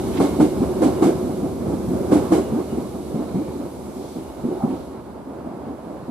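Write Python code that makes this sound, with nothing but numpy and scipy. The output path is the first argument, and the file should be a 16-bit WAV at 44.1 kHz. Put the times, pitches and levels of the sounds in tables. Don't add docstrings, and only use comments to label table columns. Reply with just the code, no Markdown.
import sys
import numpy as np
from scipy import signal
from scipy.fft import rfft, irfft, next_fast_len
from scipy.io import wavfile
from scipy.ndimage import uniform_filter1d

SR = 44100
rng = np.random.default_rng(int(sys.argv[2]) if len(sys.argv) > 2 else 0)


def int16_out(signal):
    q = np.round(np.clip(np.atleast_2d(signal).T, -1, 1) * 32767)
    wavfile.write(sys.argv[1], SR, q.astype(np.int16))


N = 269010
TIME = np.arange(N) / SR

# time_s, near_wheel_rumble_db, rail_roar_db
ROLLING_LEVELS = [(0.0, -26.5, -37.5), (0.56, -26.5, -40), (0.95, -27.5, -36.5), (1.29, -29, -42),
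                  (1.6, -28.5, -43), (1.95, -27, -41.5), (2.26, -28, -37), (2.65, -32, -42.5),
                  (2.95, -33.5, -46), (3.38, -32.5, -43.5), (3.87, -37.5, -47), (4.4, -38.5, -45),
                  (4.6, -37.5, -43), (4.85, -37, -45), (5.18, -40, -46), (5.83, -38, -44),
                  (6.1, -42, -45.5)]
# time_s, level_db
GROUND_LEVELS = [(0, -39), (1.2, -53), (1.7, -53), (2.3, -51), (3.2, -50), (3.8, -54), (4.7, -45),
                 (5.2, -57), (6.1, -56)]
# time_s, rim_ring_db, hiss_db
FRICTION_LEVELS = [(0.0, -45, -48), (0.3, -40.5, -48), (0.66, -50, -50.5), (0.97, -46, -50),
                   (1.65, -55, -53.5), (1.95, -60, -51), (2.26, -51, -50), (2.41, -51, -52),
                   (2.9, -53.5, -54), (3.48, -50, -55.5), (3.72, -54, -56), (3.97, -65, -55),
                   (4.15, -54, -54.5), (4.37, -52, -58.5), (4.7, -55, -57.5), (4.85, -58, -59.5),
                   (4.98, -57, -64.5), (5.3, -70, -65.5), (6.1, -58, -64)]
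# time_s, level_db
SONG_LEVELS = [(0.0, -33), (1.14, -27.5), (1.56, -39.5), (2.19, -31.5), (2.7, -42.5), (3.25, -37.5),
               (3.8, -43), (4.4, -44.5), (4.59, -37.5), (5.08, -56), (5.69, -55), (6.1, -60)]

# frequency_hz, relative_density_db (per Hz)
RUMBLE_COLOUR = [(25, -37), (54, -18), (100, -6.5), (145, -4.5), (216, 0.5), (300, 0.5), (370, -2.5),
                 (448, -8.5), (532, -9), (620, -18), (800, -42), (1320, -70)]
GROUND_COLOUR = [(15, -20), (30, -18), (48, -9), (62, 2), (90, -5)]
ROAR_COLOUR = [(150, -9), (260, -8.5), (380, -2), (460, -4.5), (567, -1), (787, -5.5), (1010, -9),
               (1400, -17), (1850, -27), (3140, -34.5), (4050, -38), (5000, -38), (6500, -62),
               (11000, -120)]
HISS_COLOUR = [(1060, -35), (1800, -12), (2150, -2.5), (2600, -4.5), (2930, -9.5), (3120, -4.5),
               (3660, -3.5), (6280, -4.5), (11100, -2), (13000, -5), (14200, -11.5), (15400, -10)]
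THUD_COLOUR = [(40, -29), (70, -24), (115, -15.5), (170, -3), (226, -2), (295, 1.5), (393, -5), (441, -9),
               (499, -11), (560, -12.5), (730, -27), (1230, -120)]
CLANK_COLOUR = [(260, -46), (450, -5.5), (497, 2), (563, -14.5), (679, -2), (765, -2), (994, -18.5),
                (1110, -15), (2000, -43.5), (2600, -42), (4400, -120)]
RATTLE_COLOUR = [(820, -50), (1400, -1), (1920, -9.5), (2150, -3), (2620, -12), (2860, -7.5), (3100, -8.5),
                 (6140, -12), (7790, -9.5), (9690, -11.5), (12400, -16.5), (15000, -35)]
GRIND_COLOUR = [(560, -4), (760, 3), (1000, -12), (1300, -15), (1500, -25)]

# centre_hz, width_hz, relative_level_db
RIM_RESONANCES = [(2170, 79, -13), (2890, 100, -12), (3750, 200, -18), (4040, 830, -7.5)]
# middle_s, half_length_s, centre_hz, width_hz, level_db
FLANGE_SCUFFS = [(0.149, 0.047, 2000, 2400, -44), (0.179, 0.018, 1990, 2980, -36),
                 (2.451, 0.07, 2880, 130, -56), (2.709, 0.036, 2900, 110, -52.5),
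                 (2.76, 0.071, 2194, 600, -58), (3.1, 0.37, 3880, 799.5, -64),
                 (3.459, 0.26, 2318, 220, -60), (4.07, 0.2, 4470, 2400, -55.5), (4.09, 0.2, 3500, 130, -64),
                 (4.705, 0.038, 2200, 1391, -54), (4.773, 0.24, 3599, 2000, -58),
                 (5.473, 0.015, 595.5, 200, -31)]
# strike_s, thump_db, pitch_hz, clank_db, first_hop_s, first_rebound_thump_db,
# rebound_pitch_hz, second_rebound_thump_db, clank_change_per_rebound_db
JOINT_CROSSINGS = [ (0.199, -2.5, 289.4, -18, 0.042, -9, 278.5, -18, -6.5),
                   (0.4, 0.5, 302.8, -18.5, 0.023, -10, 296, -19, -10),
                   (0.602, -11, 190, -31.5, 0.015, -10, 270.1, -17, 2),
                   (0.819, -2.5, 303, -18, 0.035, -2.5, 285, -20, -5.5),
                   (1.022, -5, 319, -17.5, 0.035, -5.5, 285, -8, -5),
                   (1.226, -15, 200, -33, 0.042, -13, 245, -21, -1),
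                   (1.418, -13, 206, -35.5, 0.021, -13, 267, -29, 1.5),
                   (1.68, -13.5, 160, -29.5, 0.033, -15, 257, -18.5, -4),
                   (1.878, -12.5, 155.3, -33, 0.034, -16, 260.4, -16, -1.5),
                   (2.117, -3, 300.3, -18, 0.036, -4, 291.6, -15.5, -5.5),
                   (2.319, -2, 312, -17.5, 0.039, -8.5, 319, -9, -6),
                   (2.52, -9, 214.4, -39.5, 0.041, -14, 295.3, -15, 2.5),
                   (2.723, -12.5, 215, -32, 0.049, -12, 239.9, -28.5, -1),
                   (2.94, -24, 233.8, -34, 0.035, -28, 269, -22, -4),
                   (3.143, -11.5, 210, -31, 0.046, -13.5, 239.1, -24, -1),
                   (3.343, -11, 175, -33, 0.035, -13, 250.5, -14, -1.5),
                   (3.549, -22, 266, -37.5, 0.032, -28, 274, -29, -9.5),
                   (3.965, -24, 267, -40, 0.028, -23.5, 279.4, -33, -2),
                   (4.155, -20, 241, -41, 0.026, -20, 305.4, -33, -2.5),
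                   (4.436, -10, 219.7, -37, 0.048, -16, 300.6, -16, 2),
                   (4.635, -7, 215, -35.5, 0.057, -14.5, 240, -15, -0.5),
                   (4.868, -31, 239, -41, 0.039, -31, 273, -31, -3),
                   (5.27, -26, 255, -38, 0.034, -28.5, 272, -39, 0),
                   (5.459, -19.5, 231, -37.5, 0.052, -25.5, 321, -30.5, -0.5),
                   (5.665, -24, 220, -37, 0.028, -25, 281, -35.5, -7),
                   (5.896, -24, 275, -35, 0.044, -27, 269.3, -35, -8),
                   (6.08, -17.5, 234, -41, 0.036, -24, 270, -33, -8)]
# frequency_hz, relative_level_db, t60_s
BLOW_MODES = [(133, -19.5, 0.18), (194.4, -16, 0.26), (299.2, -14, 0.28), (384, -15, 0.33),
              (496.3, -21.5, 0.264), (663.5, -19.5, 0.24), (768, -24, 0.13), (884, -22, 0.11),
              (1075, -28, 0.2), (1233, -28, 0.1), (2160, -39, 0.2)]

# frequency_hz, likeness (0 to 1)
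PORT_LIKENESS = [(30, 0.95), (70, 0.79), (300, 0.96), (600, 0.87), (1200, 0.42), (2400, 0.31), (4500, 0.21),
                 (7000, .35), (9000, 0.53), (12000, 0.098), (15000, 0.13)]
# frequency_hz, left_minus_right_db
PORT_TILT = [(35, 3), (80, 1.5), (170, 0), (330, -1), (600, -3.5), (1200, -2.5), (2800, -3), (6000, -1.1),
             (10000, 0), (15000, -5.5)]
# frequency_hz, left_lead_rad (negative where the right leads)
PORT_LEAD = [(40, 0), (75, 1.06), (105, 0.5), (160, -0.55), (250, -0.4), (600, -0.94), (1100, 0),
             (2200, -.5), (4000, -1), (6400, -1.74), (9000, -2.5), (12000, -2.5), (15000, -10)]

RUMBLE_TRIM_DB, ROAR_TRIM_DB, RIMS_TRIM_DB, HISS_TRIM_DB = 1.5, 6.5, -3, 4.5
RUMBLE_WANDER = 0.04
BOOM_HZ, BOOM_WIDTH_HZ, BOOM_DB, BOOM_FOLLOWS = 73.55, 9, -43.5, 1
SONG_HZ, SONG_WIDTH_HZ, SONG_TRIM_DB = 370, 28.7, 2.1
HARD_CLANK_DB = -21.5
SOFT_RANGE_DB = 11.5
DROP_LEAD_S, DROP_THUMP_DB, DROP_CLANK_DB = 0.01488, -9.5, -11
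DROP_FOLLOWS = 0.3806
HOP_SHRINK, HOP_PITCH_RISE = 0.57, 1.16
RISE_S, SOFT_SWELLS = 0.002995, 0.28
THUMP_T60_S, SOFT_LINGERS = 0.13, 0.12
PITCH_SCATTER = 0.015
CHATTER_HZ, CHATTER_DEPTH = 71.3, 0.4
SOFT_GLIDE_HZ_PER_S, SOFT_CHATTER, SOFT_CLANK_LAG_S = 650, 0.12, 0.0035
THUD_PITCH_HZ, THUD_FOLLOWS = 259.7, 0.45
KNOCK_HZ, KNOCK_WIDTH_HZ, KNOCK_DB, KNOCK_T60_S = 1100, 460, -29.5, 0.11
RATTLE_LEAD_S = 0.005
GRIND_S, GRIND_HOLD_S, GRIND_T60_S, GRIND_DB = 4.599, 0.046, 0.42, -31
PORT_HZ, PORT_WIDTH_HZ, PORT_DB = 8750, 1560, 2
CUTOFF_HZ = 15300


def from_db(db):
    return 10 ** (np.asarray(db) / 20)


def rms_one(x):
    return x / np.sqrt(np.mean(x ** 2) + 1e-20)


def in_time(rows):
    seconds, *columns = np.transpose(rows)
    return [np.interp(TIME, seconds, column) for column in columns]


def at_hz(points, hz):
    table_hz, values = np.array(points).T
    return np.interp(np.log(hz + 1e-9), np.log(table_hz), values)


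def add(out, start_s, sound):
    at = max(round(start_s * SR), 0)
    out[..., at:at + sound.shape[-1]] += sound[..., :max(N - at, 0)]


def drift(rate):
    pole = np.exp(-80 * np.pi * rate / SR)
    draws = rng.standard_normal(N // 40 + 2002)
    slow = signal.lfilter([1], [1, -2 * pole, pole * pole], draws)[2000:]
    return np.interp(np.arange(N) / 40, np.arange(len(slow)), rms_one(slow))


def noise(spectrum, size=N):
    n = next_fast_len(size)
    hz = np.arange(1, n // 2 + 2) * SR / n
    skirts = 1 / (1 + (spectrum[0][0] / hz) ** 8) / (1 + (hz / spectrum[-1][0]) ** 8)
    white = rfft(rng.standard_normal((2, n)))
    return rms_one(irfft(white * from_db(at_hz(spectrum, hz)) * skirts, n)[:, :size])


def resonant_noise(hz, width_hz, size=N):
    low = np.hypot(hz, width_hz / 2) - width_hz / 2
    high = min(low + width_hz, .45 * SR)
    band = signal.butter(2, [low, high], "band", fs=SR, output="sos")
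    white = rng.standard_normal((2, size + SR // 4))
    return rms_one(signal.sosfilt(band, white)[:, -size:])


def evened(x, span_s):
    power = uniform_filter1d(x ** 2, max(int(span_s * SR), 1))
    return x / np.sqrt(np.abs(power) + 1e-12)


def bent(x, ratio):
    return np.array([np.interp(np.cumsum(ratio), np.arange(len(row)), row) for row in x])


def struck(t, rise_s, t60):
    return (1 - np.exp(-t / max(rise_s, 1e-5))) * from_db(-60 * t / t60)


def rumble_and_roar():
    rumble_db, roar_db = in_time(ROLLING_LEVELS)
    tread = drift(7.3)
    track_colour = bent(noise(RUMBLE_COLOUR, size=2 * N), 1 + RUMBLE_WANDER * drift(6))
    rumble = from_db(rumble_db + RUMBLE_TRIM_DB + 1.46 * tread) * evened(track_colour, span_s=0.06)
    roar_gain = from_db(roar_db + ROAR_TRIM_DB + 0.81 * tread + 0.75 * drift(24))
    return rumble + roar_gain * noise(ROAR_COLOUR)


def ground():
    level_db, = in_time(GROUND_LEVELS)
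    return from_db(level_db + 1.1 * drift(5)) * noise(GROUND_COLOUR)


def friction():
    rims_db, hiss_db = in_time(FRICTION_LEVELS)
    hiss = from_db(hiss_db + HISS_TRIM_DB + 0.26 * drift(5.4)) * noise(HISS_COLOUR)
    rims = sum(from_db(db + 2.0 * drift(7.6)) * resonant_noise(hz, width_hz)
               for hz, width_hz, db in RIM_RESONANCES)
    return hiss + from_db(rims_db + RIMS_TRIM_DB) * rims


def boom():
    rumble_db = in_time(ROLLING_LEVELS)[0]
    gain = from_db(BOOM_DB + BOOM_FOLLOWS * (rumble_db - rumble_db.mean()))
    return gain * evened(resonant_noise(BOOM_HZ, BOOM_WIDTH_HZ), span_s=0.14)


def song():
    level_db, = in_time(SONG_LEVELS)
    return from_db(level_db + SONG_TRIM_DB) * evened(resonant_noise(SONG_HZ, SONG_WIDTH_HZ), span_s=0.076)


def scuffs():
    out = np.zeros((2, N))
    for middle_s, half_length_s, hz, width_hz, level_db in FLANGE_SCUFFS:
        size = int(2 * half_length_s * SR)
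        grain = evened(resonant_noise(hz, width_hz, size), span_s=0.035)
        add(out, middle_s - half_length_s, from_db(level_db) * np.hanning(size) * grain)
    return out


def contacts():
    rows = []
    for s, thump_db, hz, clank_db, hop_s, first_db, rebound_hz, second_db, clank_step_db in JOINT_CROSSINGS:
        drop_db = thump_db + DROP_THUMP_DB + DROP_FOLLOWS * (clank_db - HARD_CLANK_DB)
        second_s = s + hop_s * (1 + HOP_SHRINK)
        rows += [(s - DROP_LEAD_S, drop_db, hz, clank_db + DROP_CLANK_DB),
                 (s, thump_db, hz, clank_db),
                 (s + hop_s, first_db, rebound_hz, clank_db + clank_step_db),
                 (second_s, second_db, rebound_hz * HOP_PITCH_RISE, clank_db + 2 * clank_step_db)]
    return rows


def joints(size=22050):
    t = np.arange(size) / SR
    tones = np.zeros(N)
    power = np.full((5, N), 1e-14)
    modes = np.array([(-1) ** k * from_db(db - 60 * t / t60) * np.sin(2 * np.pi * hz * t)
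                      for k, (hz, db, t60) in enumerate(BLOW_MODES)])
    for s, thump_db, hz, clank_db in contacts():
        hardness_db = clank_db - HARD_CLANK_DB
        softness = np.clip(-hardness_db / SOFT_RANGE_DB, 0, 1)
        rise_s = RISE_S * from_db(-SOFT_SWELLS * hardness_db)
        thump_t60_s = THUMP_T60_S * from_db(-SOFT_LINGERS * hardness_db)
        judder = 1 + (CHATTER_DEPTH + SOFT_CHATTER * softness) * np.sin(2 * np.pi * CHATTER_HZ * t)
        pitch_hz = hz * (1 + PITCH_SCATTER * rng.standard_normal()) + SOFT_GLIDE_HZ_PER_S * softness * t
        bounce = judder * np.sin(2 * np.pi * np.cumsum(pitch_hz) / SR)
        thump = from_db(thump_db - 2.0) * struck(t, rise_s, thump_t60_s) * bounce
        mode_gains = from_db(hardness_db - 10.0 + rng.normal(0, 0.77, len(modes)))
        ring = (1 - np.exp(-t / rise_s)) * (mode_gains @ modes)
        add(tones, s, thump + ring)
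        thud = from_db(thump_db - 10.5) * struck(t, rise_s, t60=0.24)
        pitch_ratio = (hz / THUD_PITCH_HZ) ** THUD_FOLLOWS
        clank = from_db(clank_db) * struck(t, rise_s + SOFT_CLANK_LAG_S * softness, t60=0.21)
        knock = from_db(KNOCK_DB + hardness_db) * (1 - softness) * struck(t, rise_s, KNOCK_T60_S)
        add(power, s, np.array([thud ** 2, thud ** 2 * pitch_ratio, clank ** 2, knock ** 2, 0 * t]))
        rattle = from_db(-33.0 + 1.7 * hardness_db) * struck(t, rise_s=0.022, t60=0.29)
        add(power[4], s - RATTLE_LEAD_S, rattle ** 2)
    thud, _, clank, knock, rattle = np.sqrt(power)
    thud_slide = power[1] / power[0]
    out = thud * evened(bent(noise(THUD_COLOUR, size=2 * N), thud_slide), span_s=0.0083)
    out += clank * evened(noise(CLANK_COLOUR), span_s=0.0065)
    out += knock * resonant_noise(KNOCK_HZ, KNOCK_WIDTH_HZ)
    out += rattle * noise(RATTLE_COLOUR)
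    out[0] += tones
    return out


def grind():
    t = np.maximum(TIME - GRIND_S, 0)
    decay_db = -60 * np.maximum(t - GRIND_HOLD_S, 0) / GRIND_T60_S
    envelope = (1 - np.exp(-t / 0.003)) * from_db(GRIND_DB + decay_db)
    return envelope * evened(noise(GRIND_COLOUR), span_s=0.00799)


def microphones(sound):
    n = next_fast_len(N + SR // 4)
    hz = np.arange(n // 2 + 1) * SR / n
    cavity = from_db(PORT_DB * np.exp(-((hz - PORT_HZ) / PORT_WIDTH_HZ) ** 2))
    direct, scattered = rfft(sound, n) * cavity
    alike = np.clip(at_hz(PORT_LIKENESS, hz), 0, 1)
    sides = np.array([[1], [-1]])
    pair = np.sqrt((1 + alike) / 2) * direct + sides * np.sqrt((1 - alike) / 2) * scattered
    tilt = from_db(sides * at_hz(PORT_TILT, hz) / 2)
    lead = np.exp(.5j * sides * at_hz(PORT_LEAD, hz))
    return irfft(pair * tilt * lead, n)[:, :N]


def scene():
    rolling = rumble_and_roar() + ground() + friction()
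    singing = boom() + song()
    return microphones(rolling + singing + scuffs() + joints() + grind())


def record(dry):
    rounded = dry / (1 + (dry / .97) ** 6) ** (1 / 6)
    top_cut = signal.ellip(10, .1, 90, CUTOFF_HZ, fs=SR, output="sos")
    return signal.sosfilt(top_cut, rounded)


dry = scene()
out = record(dry)
int16_out(out)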